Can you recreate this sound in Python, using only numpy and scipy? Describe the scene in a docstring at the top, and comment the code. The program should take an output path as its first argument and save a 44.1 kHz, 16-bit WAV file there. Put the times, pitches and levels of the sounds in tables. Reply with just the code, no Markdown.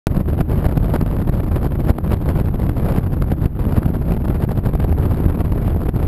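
"""Wind on a motorcycle ride

A motorcycle cruises along a road at night, and the swirling air behind its windscreen beats on the
rider's microphone. Gusts rumble, small swirls (eddies) crackle, and the hardest ones thump.
The engine drones beneath, over a soft rush of tyres. The recorder holds its samples at a low rate,
which lays a fizz over the wind."""
import sys
import numpy as np
from scipy import signal
from scipy.fft import rfft, irfft
from scipy.io import wavfile
from scipy.ndimage import uniform_filter1d

SR = 44100
rng = np.random.default_rng(int(sys.argv[2]) if len(sys.argv) > 2 else 0)


def store_wav(level_fs):
    """Save 16-bit WAV to argv[1]."""
    pcm = np.round(np.clip(np.atleast_2d(level_fs), -1, 1) * 32767)
    wavfile.write(sys.argv[1], SR, pcm.T.astype(np.int16))


N = 267687
T = np.arange(N) / SR
FREQS = np.maximum(np.fft.rfftfreq(N, 1 / SR), 1)


# The tone of the wind, from deep rumble to faint hiss. 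Columns: frequency_hz, relative_level_db
WIND_TONE = [(8.8, -34), (15, -0.5), (64, 0), (146, -4), (595, -20.5), (3990, -51), (5500, -56),
             (7150, -54.5), (12100, -120)]

def wind(gust, eddy, cores, level_db=-17.5, rumble_hz=135, tear_hz=480, flutter_db=5.5, crackle_db=4.0):
    """Swirling air, octave by octave: big whirls rumble with the gusts, small ones crackle in eddies."""
    # eddies break into smaller and smaller whirls, in spurts; tanh limits the size of a spurt
    spurts_db = 2 * (flutter_db * np.tanh(wander(133) / 2) + crackle_db * np.tanh(wander(800) / 2))
    spectrum = tone_curve(WIND_TONE)
    pressure = 0
    for hz in 30 * 2. ** np.arange(9):
        octave = np.cos(np.pi / 2 * np.clip(np.log2(FREQS / hz), -1, 1)) ** .75
        eddy_share = np.clip(np.log(hz / rumble_hz) / np.log(tear_hz / rumble_hz), 0, 1)
        octaves_up = max(np.log2(hz / tear_hz), 0)
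        flicker = gain(spurts_db * (0.89 * eddy_share + 0.074 * octaves_up) + 2.53 * wander(hz / 4))
        whirls = even_out(noise(spectrum * octave) * normalise(flicker), span_s=0.02 + 0.52 / hz)
        # the finest whirls crowd into the strongest eddies and into the cores
        swell = gust ** (1 - eddy_share) * eddy ** (eddy_share + 0.11 * octaves_up)
        core_boost = gain(2.5 * cores * octaves_up)
        pressure = pressure + whirls * normalise(swell * core_boost)
    return gain(level_db) * normalise(pressure)


# The hardest blows of air. Each makes a tearing sound, thumps and leaves a lull. Levels are relative.
# Columns: thump_time_s, tear_level_db, tear_length_s, thump_level_db, lull_length_s
HARD_BLOWS = [(.07, -21, 0.025, -2, 0.034), (0.176, -32, 0.059, -1.5, 0.017),
              (0.211, -31.5, 0.036, -9.5, 0.054), (0.412, -22.5, 0.015, 1.5, 0.081),
              (.664, -27, 0.045, -0.5, .02), (.779, -28.5, 0.02, -2.5, 0.013),
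              (0.958, -21, 0.03, -5.5, 0.016), (1.026, -31.5, 0.029, -3.5, 0.03),
              (1.296, -29.5, 0.021, -0.5, 0.026), (1.665, -26, 0.039, -2.5, 0.042),
              (1.905, -22.5, 0.033, 1.5, 0.092), (1.987, -26.5, 0.01, -12, 0.041),
              (2.139, -24.5, 0.042, 1.5, 0.026), (2.306, -27, 0.045, -17, 0.0057),
              (2.412, -29, 0.042, -4.5, 0.025), (2.696, -26, 0.0083, -2.5, 0.0045),
              (2.92, -27.5, 0.097, -6, 0.0061), (2.985, -25, 0.032, -1, 0.019),
              (3.224, -27, 0.015, -11, 0.0082), (3.325, -29, 0.03, -2.5, 0.054),
              (3.459, -24.5, 0.0053, -2, .1), (3.736, -31, 0.063, -11, 0.016),
              (3.783, -28, 0.045, 1, 0.031), (3.863, -33, 0.027, -1, 0.017), (4.439, -28, 0.045, -1.5, .03),
              (4.521, -26.5, 0.023, -16, 0.0097), (4.587, -29.5, 0.03, -2, 0.038),
              (4.671, -29, 0.046, -2, 0.018), (4.848, -24, 0.011, -4, 0.027), (5, -28.5, 0.025, -5.5, .01),
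              (5.067, -32, 0.05, -5, 0.023), (5.262, -30.5, 0.017, 1.5, 0.0064),
              (5.414, -31, 0.037, -4.5, 0.024), (5.892, -27, 0.013, -3.5, 0.037)]

def airflow(core_s=0.0018, heave_s=0.024):
    """The air behind the windscreen: gust strength, eddy strength and the pressure of whirl cores."""
    # an ordinary whirl is a crackling eddy inside a longer, rumbling gust
    whirls = shed_whirls(per_second=29, level_db=-32, length_s=0.028)
    gusts = swells([(s, db + 12, 1.33 * length) for s, db, length in whirls], calm_db=-21)
    eddies = swells(whirls, calm_db=-41, lean=0.32)
    grazes = whirl_cores(shed_whirls(per_second=4, level_db=-6.5, length_s=core_s))
    # a hard blow is a stronger whirl: it tears just before it heaves and its core hits
    tears = swells([(s - 0.24 * length, db, length) for s, db, length, _, _ in HARD_BLOWS])
    heaves = swells([(s, thump_db - 15.5, heave_s) for s, _, _, thump_db, _ in HARD_BLOWS])
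    hits = whirl_cores([(s, thump_db, core_s) for s, _, _, thump_db, _ in HARD_BLOWS])
    # behind it the crackle dies away more than the rumble
    still = stillness(HARD_BLOWS)
    gust = np.hypot(heaves, gusts) * gain(-8 * still)
    eddy = np.hypot(tears, eddies * gain(-10.5 * still))
    cores = hits + (1 - still) * grazes
    return normalise(gust), normalise(eddy), cores


def shed_whirls(per_second, level_db, length_s, count=250):
    """Whirls leave the windscreen at a loose beat. Gives rows of time_s, level_db, length_s."""
    late, extra_db, stretch = rng.standard_normal((count, 3)).T
    times = (np.arange(count) + .3 * late) / per_second
    rows = np.column_stack([times, level_db + extra_db, length_s * np.exp(0.47 * stretch)])
    return rows[(times > 0) & (times < T[-1])]


def swells(rows, calm_db=-np.inf, lean=0):
    """Each whirl swells and fades over the calmer air; lean makes the rise quick and the fade slow."""
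    power = np.full(N, gain(calm_db) ** 2)
    for time_s, db, length_s in rows:
        near = around(time_s, 2 * length_s)
        age = T[near] - time_s
        width = length_s * np.exp(lean * np.sign(age))
        power[near] += (gain(db) * np.exp(-(2 * age / width) ** 2)) ** 2
    return np.sqrt(power)


def whirl_cores(rows):
    """The core, or centre, of a whirl makes a sharp spike of pressure as it hits the microphone."""
    pressure = np.zeros(N)
    for time_s, db, length_s in rows:
        near = around(time_s, 10 * length_s)
        age = T[near] - time_s
        pressure[near] += gain(db) * np.exp(-np.abs(age / (0.74 * length_s)) ** 1.6)
    return pressure


def stillness(blows):
    """The lull behind each hard blow: 0 in rushing air, 1 in still air."""
    lulls = sum(np.exp(-(2 * (T - time_s) / lull_s - 1) ** 4) for time_s, *_, lull_s in blows)
    return np.minimum(lulls, 1)


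def thumps(cores, boost_db=1.5, leak_hz=40):
    """Each spike pushes the microphone's thin skin, which swings back as air leaks through a vent."""
    leak = signal.butter(1, leak_hz, "high", fs=SR, output="sos")
    return gain(boost_db) * signal.sosfilt(leak, cores)


# How fast the engine fires as it cruises. Columns: time_s, pitch_hz
ENGINE_PITCH = [(0, 76.1), (1.2, 77), (2.5, 77.78), (4, 75.37), (5, 76.8), (6.07, 76.45)]
# The tones that make up the exhaust note. Columns: pitch_multiple, level_db
EXHAUST_TONES = [(1, -31.5), (2, -42.5), (3, -45), (4, -47), (5, -52)]

def engine(waver=0.0075, throb_db=5.5):
    """The low drone of the exhaust at a steady throttle, made unsteady by the rushing air."""
    pitch_hz = np.interp(T, *np.transpose(ENGINE_PITCH)) * (1 + waver * wander(16))
    phase = 2 * np.pi * np.cumsum(pitch_hz) / SR
    drone = 0
    for multiple, db in EXHAUST_TONES:
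        strength = np.sqrt(2) * gain(db + throb_db * wander(7.5))
        drone = drone + strength * np.sin(multiple * phase + rng.uniform(0, 2 * np.pi))
    return drone


def road_rush(level_db=-50, corner_hz=900, waver_db=2.5):
    """The even rush of tyres and air that fills the lulls."""
    rush = normalise(noise(1 / (1 + (FREQS / corner_hz) ** 2) ** 1.16))
    return gain(level_db + waver_db * wander(9.8)) * rush


# The tone of a faint left-right noise. Columns: frequency_hz, relative_level_db
SIDE_NOISE_TONE = [(18, -37), (30, -11), (85, -9), (183, -9.5), (982, -21.5), (2150, -20.5), (4050, -27),
                   (5500, -26.5), (7150, -69), (12100, -120)]

def stereo_width(eddy, level_db=-61):
    """A faint left-right noise that swells with the crackle and slightly widens the sound."""
    return gain(level_db) * normalise(noise(tone_curve(SIDE_NOISE_TONE)) * eddy)


def gain(db):
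    """Turn decibels into a number to multiply by."""
    return 10 ** (np.asarray(db) / 20)


def normalise(x):
    """Scale a signal so that its average power is 1."""
    return x / np.sqrt(np.mean(x ** 2))


def around(time_s, reach_s):
    """The samples within reach_s of a moment."""
    return slice(max(int((time_s - reach_s) * SR), 0), int((time_s + reach_s) * SR))


def tone_curve(points):
    """Join rows of frequency_hz, level_db into a gain for every frequency."""
    hz, db = np.transpose(points)
    return gain(np.interp(np.log(FREQS), np.log(hz), db))


def noise(gains):
    """Noise with the given gain at each frequency."""
    return irfft(rfft(rng.standard_normal(N)) * gains, N)


def wander(rate_hz):
    """A smooth random wobble, about 1 in size, that changes about rate_hz times a second."""
    return normalise(noise(np.exp(-(FREQS / rate_hz) ** 2)))


def even_out(x, span_s):
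    """Take the slow swells out of a noise and keep its level."""
    span = int(span_s * SR)
    power = uniform_filter1d(uniform_filter1d(x ** 2, span), span)
    return normalise(x / np.sqrt(power + 1e-6 * np.mean(x ** 2))) * np.std(x)


def scene():
    """Wind, engine and tyres sit in the middle; a faint noise slightly widens the sound."""
    gust, eddy, cores = airflow()
    middle = wind(gust, eddy, cores) + thumps(cores) + engine() + road_rush()
    side = stereo_width(eddy)
    return np.array([middle + side, middle - side])


def record(dry, start_s=.0695, band_hz=5400, hold_hz=12000, top_hz=15400):
    """The recorder starts after a brief silence, flattens peaks, cuts the treble and adds its fizz."""
    treble_cut = signal.butter(16, band_hz, fs=SR, output="sos")
    dull = signal.sosfilt(treble_cut, np.clip(dry, -1, 1))
    # a small offset between left and right makes the fizz a little wider than the wind
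    clock = 2 * np.pi * hold_hz * T + 0.051 * np.array([[1], [-1]])
    # held samples form steps, which mirror the sound around hold_hz and leave a gap right at it
    mirrored = 2 * dull * np.cos(clock)
    fizz = irfft(rfft(mirrored) * np.sinc(FREQS / hold_hz), N)
    held = (dull + fizz) * (T >= start_s)
    top_cut = signal.ellip(8, .2, 70, top_hz, fs=SR, output="sos")
    return signal.sosfilt(top_cut, np.clip(held, -1, 1))


dry = scene()
out = record(dry)
store_wav(out)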